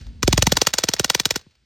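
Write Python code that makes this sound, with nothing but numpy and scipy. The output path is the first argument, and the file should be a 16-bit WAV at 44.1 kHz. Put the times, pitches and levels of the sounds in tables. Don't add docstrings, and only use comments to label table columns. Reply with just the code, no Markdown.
import sys
import numpy as np
from scipy import signal
from scipy.fft import rfft, irfft, next_fast_len
from scipy.io import wavfile
from scipy.ndimage import uniform_filter1d

SR = 44100
rng = np.random.default_rng(int(sys.argv[2]) if len(sys.argv) > 2 else 0)


def transcribe(signal):
    frames = np.atleast_2d(signal).T
    limited = np.clip(frames, -1, 1)
    pcm = np.round(limited * 32767).astype(np.int16)
    wavfile.write(sys.argv[1], SR, pcm)


def volts_from_db(level):
    exponent = np.asarray(level, float) / 20
    return 10 ** exponent


N = 72765
T = np.arange(N) / SR
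SIZE = next_fast_len(N + SR // 2)
HZ = np.maximum(np.arange(SIZE // 2 + 1) * SR / SIZE, 1)

# (t/s, level/dB)
RUMBLE_LEVEL = [(0, -34.5), (.09, -36.5), (.19, -41), (.3, -29), (.55, -32), (.66, -52), (1.36, -54),
                (1.45, -68), (1.65, -76)]
# (f/Hz, relative level/dB)
RUMBLE_COLOUR = [(15, -27.5), (25, -13.5), (56, 0.5), (118, -17), (188, -20), (219, -16.5), (307, -33.5),
                 (500, -45.5), (650, -69.5), (1100, -120)]
# (t/s, level/dB)
HISS_LEVEL = [(0, -53.5), (.08, -60), (.2, -65), (1.4, -60.5), (1.55, -70), (1.65, -73)]
# (f/Hz, relative level/dB)
HISS_COLOUR = [(290, -43.5), (500, -18), (571, -13.5), (1190, -16.5), (1320, -3), (3300, -2.5), (4490, -1),
               (12000, -24), (15600, -62.5), (22000, -120)]
# (t/s, level/dB)
AIR_LEVEL = [(0, -52), (.2, -58), (1.4, -56.5), (1.55, -68), (1.65, -68)]
# (f/Hz, relative level/dB)
AIR_COLOUR = [(35, -27), (60, 5), (86, 3.5), (213, -8), (287, -17), (318, -13.5), (1200, -26), (1560, -56),
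              (2640, -120)]
# (t/s, crack level/dB before CRACK_GAIN_DB, knock f/Hz, knock level/dB,
#              thump f/Hz, thump level/dB, boom f/Hz, boom level/dB); the last three levels before PULSE_PARTS
SHOTS = [(0.2287, -8.5, 1260, -15, 325, -20, 85, -24), (0.2762, -5.5, 670, -10.5, 340, -8.5, 88, -20),
         (0.3269, -4, 905, -16, 220, -13.5, 117, -22), (0.3758, -4, 956, -16.5, 414, -16.5, 84, -19),
         (0.4221, -3.5, 880, -19, 400, -22.5, 94, -24), (0.4675, -4, 810, -11, 213, -19.5, 132, -24),
         (0.5195, -5, 578, -26.5, 510, -16.5, 173, -27), (0.5684, -4.5, 902, -18, 330, -23, 96.9, -34),
         (0.6154, -2.5, 634, -12.5, 331, -21, 123, -37.5), (0.6688, -3, 1290, -18, 197, -32.5, 132, -37),
         (0.7361, -5, 740, -28, 227, -32.5, 178, -48.5), (0.7835, -4, 1158, -26, 450, -25, 101, -46.5),
         (0.836, -6, 656, -23, 376, -22.5, 162, -36), (0.8855, -5.5, 970, -21.5, 370, -24, 177, -33.5),
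         (0.9356, -8.5, 648, -33.5, 520, -27, 163, -44), (0.9953, -5, 1010, -21, 398, -17.5, 137, -31),
         (1.044, -6.5, 770, -28.5, 277, -29.5, 172, -40), (1.0987, -4, 743, -18, 528, -40, 178, -42),
         (1.1465, -5, 960, -22, 256, -25.5, 152, -39), (1.1977, -7, 650, -32, 523, -39, 174, -40),
         (1.2544, -5.5, 977, -31.5, 415, -25.5, 147, -35.5),
         (1.3064, -7.5, 600, -23.5, 530, -25.5, 92.4, -40), (1.3579, -9, 893, -34, 340.6, -24, 176, -39.5)]
# (level/dB added to the crack level in SHOTS, t60/s)
ECHO_DECAYS = [(-20, 0.056), (-37.5, 0.12)]
# (f/Hz, relative level/dB)
ECHO_COLOUR = [(300, -3), (900, -13.5), (2200, -8.5), (4800, 0.5), (6500, 0.5), (8500, -6), (12000, -9.5),
               (15500, -18.5)]
# (t/s from the shot, level/dB added to the crack level in SHOTS, t60/s)
BOLT_STEPS = [(-.005, -27.5, 0.085), (.015, -30.5, 0.044), (0.035, -33, .04)]
# (f/Hz, relative level/dB)
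BOLT_COLOUR = [(400, -2.5), (1000, -4.5), (2200, -1.5), (3500, -4.5), (5000, -1.5), (6500, -5),
               (8500, -20.5), (12000, -24.5), (15500, -23)]
# (f/Hz, relative level/dB, t60/s before limiting to 0.005-0.08)
STEEL_TONES = [(1771, -13, 0.026), (2400, -24, 0.075), (3553, 11.5, 0.004), (4350, -1.5, 0.0067),
               (4950, -2.5, 0.021), (7500, -9, 0.0049)]
# (t/s, level/dB, t60/s)
TICKS = [(0.011, -48.5, 0.06), (.067, -46, .03), (.712, -58, 0.023), (1.412, -45.5, 0.039),
         (1.509, -61, 0.053), (1.553, -57.5, .03)]
# (width/octaves, gain/dB)
PULSE_PARTS = [(0.351, -5.5), (.5, 3), (.7, 16.5)]
# (f/Hz, level/dB before PULSE_PARTS)
FAR_THUMP_BANDS = [(950, -58), (323, -54.5), (129, -54.5)]
# (f/Hz, relative level/dB)
CRACK_COLOUR = [(150, -20), (500, -7), (900, -7.5), (1300, -6.5), (2200, -6.5), (3200, -3.5), (4800, -3),
                (6300, -3), (7500, -8.5), (9500, -20.5), (12000, -15.5), (15500, -32)]
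# (f/Hz, phase/radians)
PORT_PHASE = [(0, .3), (300, .4), (750, 0), (1500, -.35), (2100, 0), (3200, .7), (5200, .1), (8500, 0),
              (10150, -3.14), (11900, -6.28), (13900, -9.42), (15500, -12.56)]
# (f/Hz, level/dB)
LOOSE_LEVEL = [(40, -24.5), (300, -17), (750, -6.5), (1400, -13), (3000, -16), (6000, -23), (9000, -14.5),
               (12000, -12), (15000, -14.5)]

RATTLES, RATTLE_SPAN_S, RATTLE_T60_S = 4, (0.0089, 0.049), 0.043
RATTLE_DB, RATTLE_SCATTER_DB = -40, 7
BOLT_SCATTER_DB, BOLT_SCATTER_S, BOLT_RISE_S = 2, 0.001, 0.00067
STEEL_DB = -10
FAR_THUMP_S, THUMP_LAG_S = 1.4645, 0.002943
AFTER_DB, AFTER_S = -10.5, (0.0018, 0.007)
LATE_AT_100_HZ_S, LATE_POWER = 0.01378, 1.2
PHASE_SPREAD = 0.87
CRACK_GAIN_DB, CRACK_LATE_CYCLES = -5.5, 1.2
RISE_S, HOLD_S, SAG_DB_PER_S, FALL_DB_PER_S = 0.00037, 0.0036, 602.5, 5006
SPIT_HZ, SPIT_DB = 1500, 3
GROUND_S, GROUND_DB = 0.00209, -8


def shape(table):
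    hz, db = np.array(table, float).T
    octaves_under = np.maximum(np.log2(hz[0] / HZ), 0)
    return volts_from_db(np.interp(np.log(HZ), np.log(hz), db) - 18 * octaves_under)


def filt(x, response):
    return irfft(rfft(x, SIZE) * response, SIZE)[..., :N]


def causal(gain):
    cepstrum = irfft(np.log(gain), SIZE)
    cepstrum[1:SIZE // 2] *= 2
    cepstrum[SIZE // 2 + 1:] = 0
    return np.exp(rfft(cepstrum)) / np.sqrt(np.mean(gain ** 2))


def delay(seconds):
    return np.exp(-2j * np.pi * HZ * seconds)


def noise():
    return rng.standard_normal((2, N))


def curve(table):
    return volts_from_db(np.interp(T, *np.array(table).T))


def decays(rows):
    power = 0
    for start, db, t60 in rows:
        power = power + (T >= start) * volts_from_db(2 * db - 120 * np.clip(T - start, 0, 2) / t60)
    return np.sqrt(power)


def steady(table):
    last_hz, last_db = table[-1]
    return filt(noise(), causal(shape(table + [(4 * last_hz, last_db - 30)])))


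def rumble():
    waver_db = 2 * uniform_filter1d(rng.standard_normal(N), 2000) * np.sqrt(2000)
    return curve(RUMBLE_LEVEL) * volts_from_db(waver_db) * steady(RUMBLE_COLOUR)


def hiss():
    return curve(HISS_LEVEL) * steady(HISS_COLOUR)


def air():
    return curve(AIR_LEVEL) * steady(AIR_COLOUR)


def echoes():
    rows = []
    for start, db, *_ in SHOTS:
        rows += [(start + HOLD_S, db + under, t60) for under, t60 in ECHO_DECAYS]
    return filt(decays(rows) * noise(), causal(shape(ECHO_COLOUR)))


def steel_ring():
    ring = 0
    for hz, db, t60 in STEEL_TONES:
        sharpness = 2 * np.pi * np.clip(t60, 0.005, 0.08) / np.log(1000)
        ring = ring + volts_from_db(db) / (1 + 1j * (HZ - hz) * sharpness)
    return ring / np.sqrt(np.mean(abs(ring) ** 2))


def bolt():
    rows = list(TICKS)
    for shot_s, shot_db, *_ in SHOTS:
        for lag, db, t60 in BOLT_STEPS:
            time_luck, level_luck = rng.standard_normal(2)
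            scatter = BOLT_SCATTER_S * time_luck * (lag > 0)
            rows.append((shot_s + lag + scatter, shot_db + db + BOLT_SCATTER_DB * level_luck, t60))
        for _ in range(RATTLES):
            start = shot_s + rng.uniform(*RATTLE_SPAN_S)
            db = shot_db + RATTLE_DB + RATTLE_SCATTER_DB * rng.standard_normal()
            rows.append((start, db, RATTLE_T60_S))
    envelope = uniform_filter1d(decays(rows), int(BOLT_RISE_S * SR) + 1)
    return filt(envelope * noise(), causal(shape(BOLT_COLOUR)) + volts_from_db(STEEL_DB) * steel_ring())


def thumps():
    rows = [(start + THUMP_LAG_S, *bands) for start, _, *bands in SHOTS]
    rows.append((FAR_THUMP_S, *np.ravel(FAR_THUMP_BANDS)))
    total = 0
    for start, *bands in rows:
        turns = rng.standard_normal(4)
        parts = []
        for hz, db, (width, gain_db), turn in zip(bands[::2], bands[1::2], PULSE_PARTS, turns):
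            hump = np.exp(-0.5 * (np.log2(HZ / hz) / width) ** 2)
            parts.append(volts_from_db(db + gain_db) * hump * np.exp(1j * PHASE_SPREAD * turn))
        knock, thump, boom = parts
        second = volts_from_db(AFTER_DB) * delay(rng.uniform(*AFTER_S))
        pulse = boom + (knock + thump) * (1 + second)
        common_and_loose = np.array([[1], [np.exp(2j * turns[3])]])
        total = total + pulse * delay(start) * common_and_loose
    bend = LATE_POWER - 1
    sweep = np.exp(2j * np.pi * LATE_AT_100_HZ_S * 100 * (100 / HZ) ** bend / bend)
    return irfft(100 * total * sweep, SIZE)[:, :N]


def cracks():
    envelope = 0
    for start, db, *_ in SHOTS:
        t = T - start
        sag = SAG_DB_PER_S * np.clip(t, 0, HOLD_S)
        fall = FALL_DB_PER_S * np.clip(t - HOLD_S, 0, 0.1)
        rise = np.clip(t / RISE_S + 0.5, 0, 1)
        envelope = envelope + rise * volts_from_db(db + CRACK_GAIN_DB - sag - fall)
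    span = int(SR / SPIT_HZ)
    spit = uniform_filter1d(rng.standard_normal(N), span) * np.sqrt(span)
    late = np.exp(-2j * np.pi * CRACK_LATE_CYCLES * (np.log(HZ / 8000) - HZ / 8000))
    ground = 1 + volts_from_db(GROUND_DB) * delay(GROUND_S)
    return filt(envelope * volts_from_db(SPIT_DB * spit) * noise(), causal(shape(CRACK_COLOUR)) * ground * late)


def scene():
    common, loose = rumble() + hiss() + air() + echoes() + bolt() + thumps() + cracks()
    half_gap = np.interp(HZ, *np.array(PORT_PHASE).T) / 2
    apart = filt(loose, shape(LOOSE_LEVEL))
    left = filt(common, np.exp(1j * half_gap)) + apart
    right = filt(common, np.exp(-1j * half_gap)) - apart
    return np.array([left, right])


def top_cut(x):
    return signal.sosfilt(signal.butter(12, 17130, fs=SR, output="sos"), x)


def record(dry):
    soft = np.tanh(1.1 * dry) / 1.1
    low_pass = signal.ellip(8, 0.2, 70, 16000, fs=SR, output="sos")
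    mix = signal.sosfilt(low_pass, soft)
    return top_cut(mix)


dry = scene()
out = record(dry)
transcribe(out)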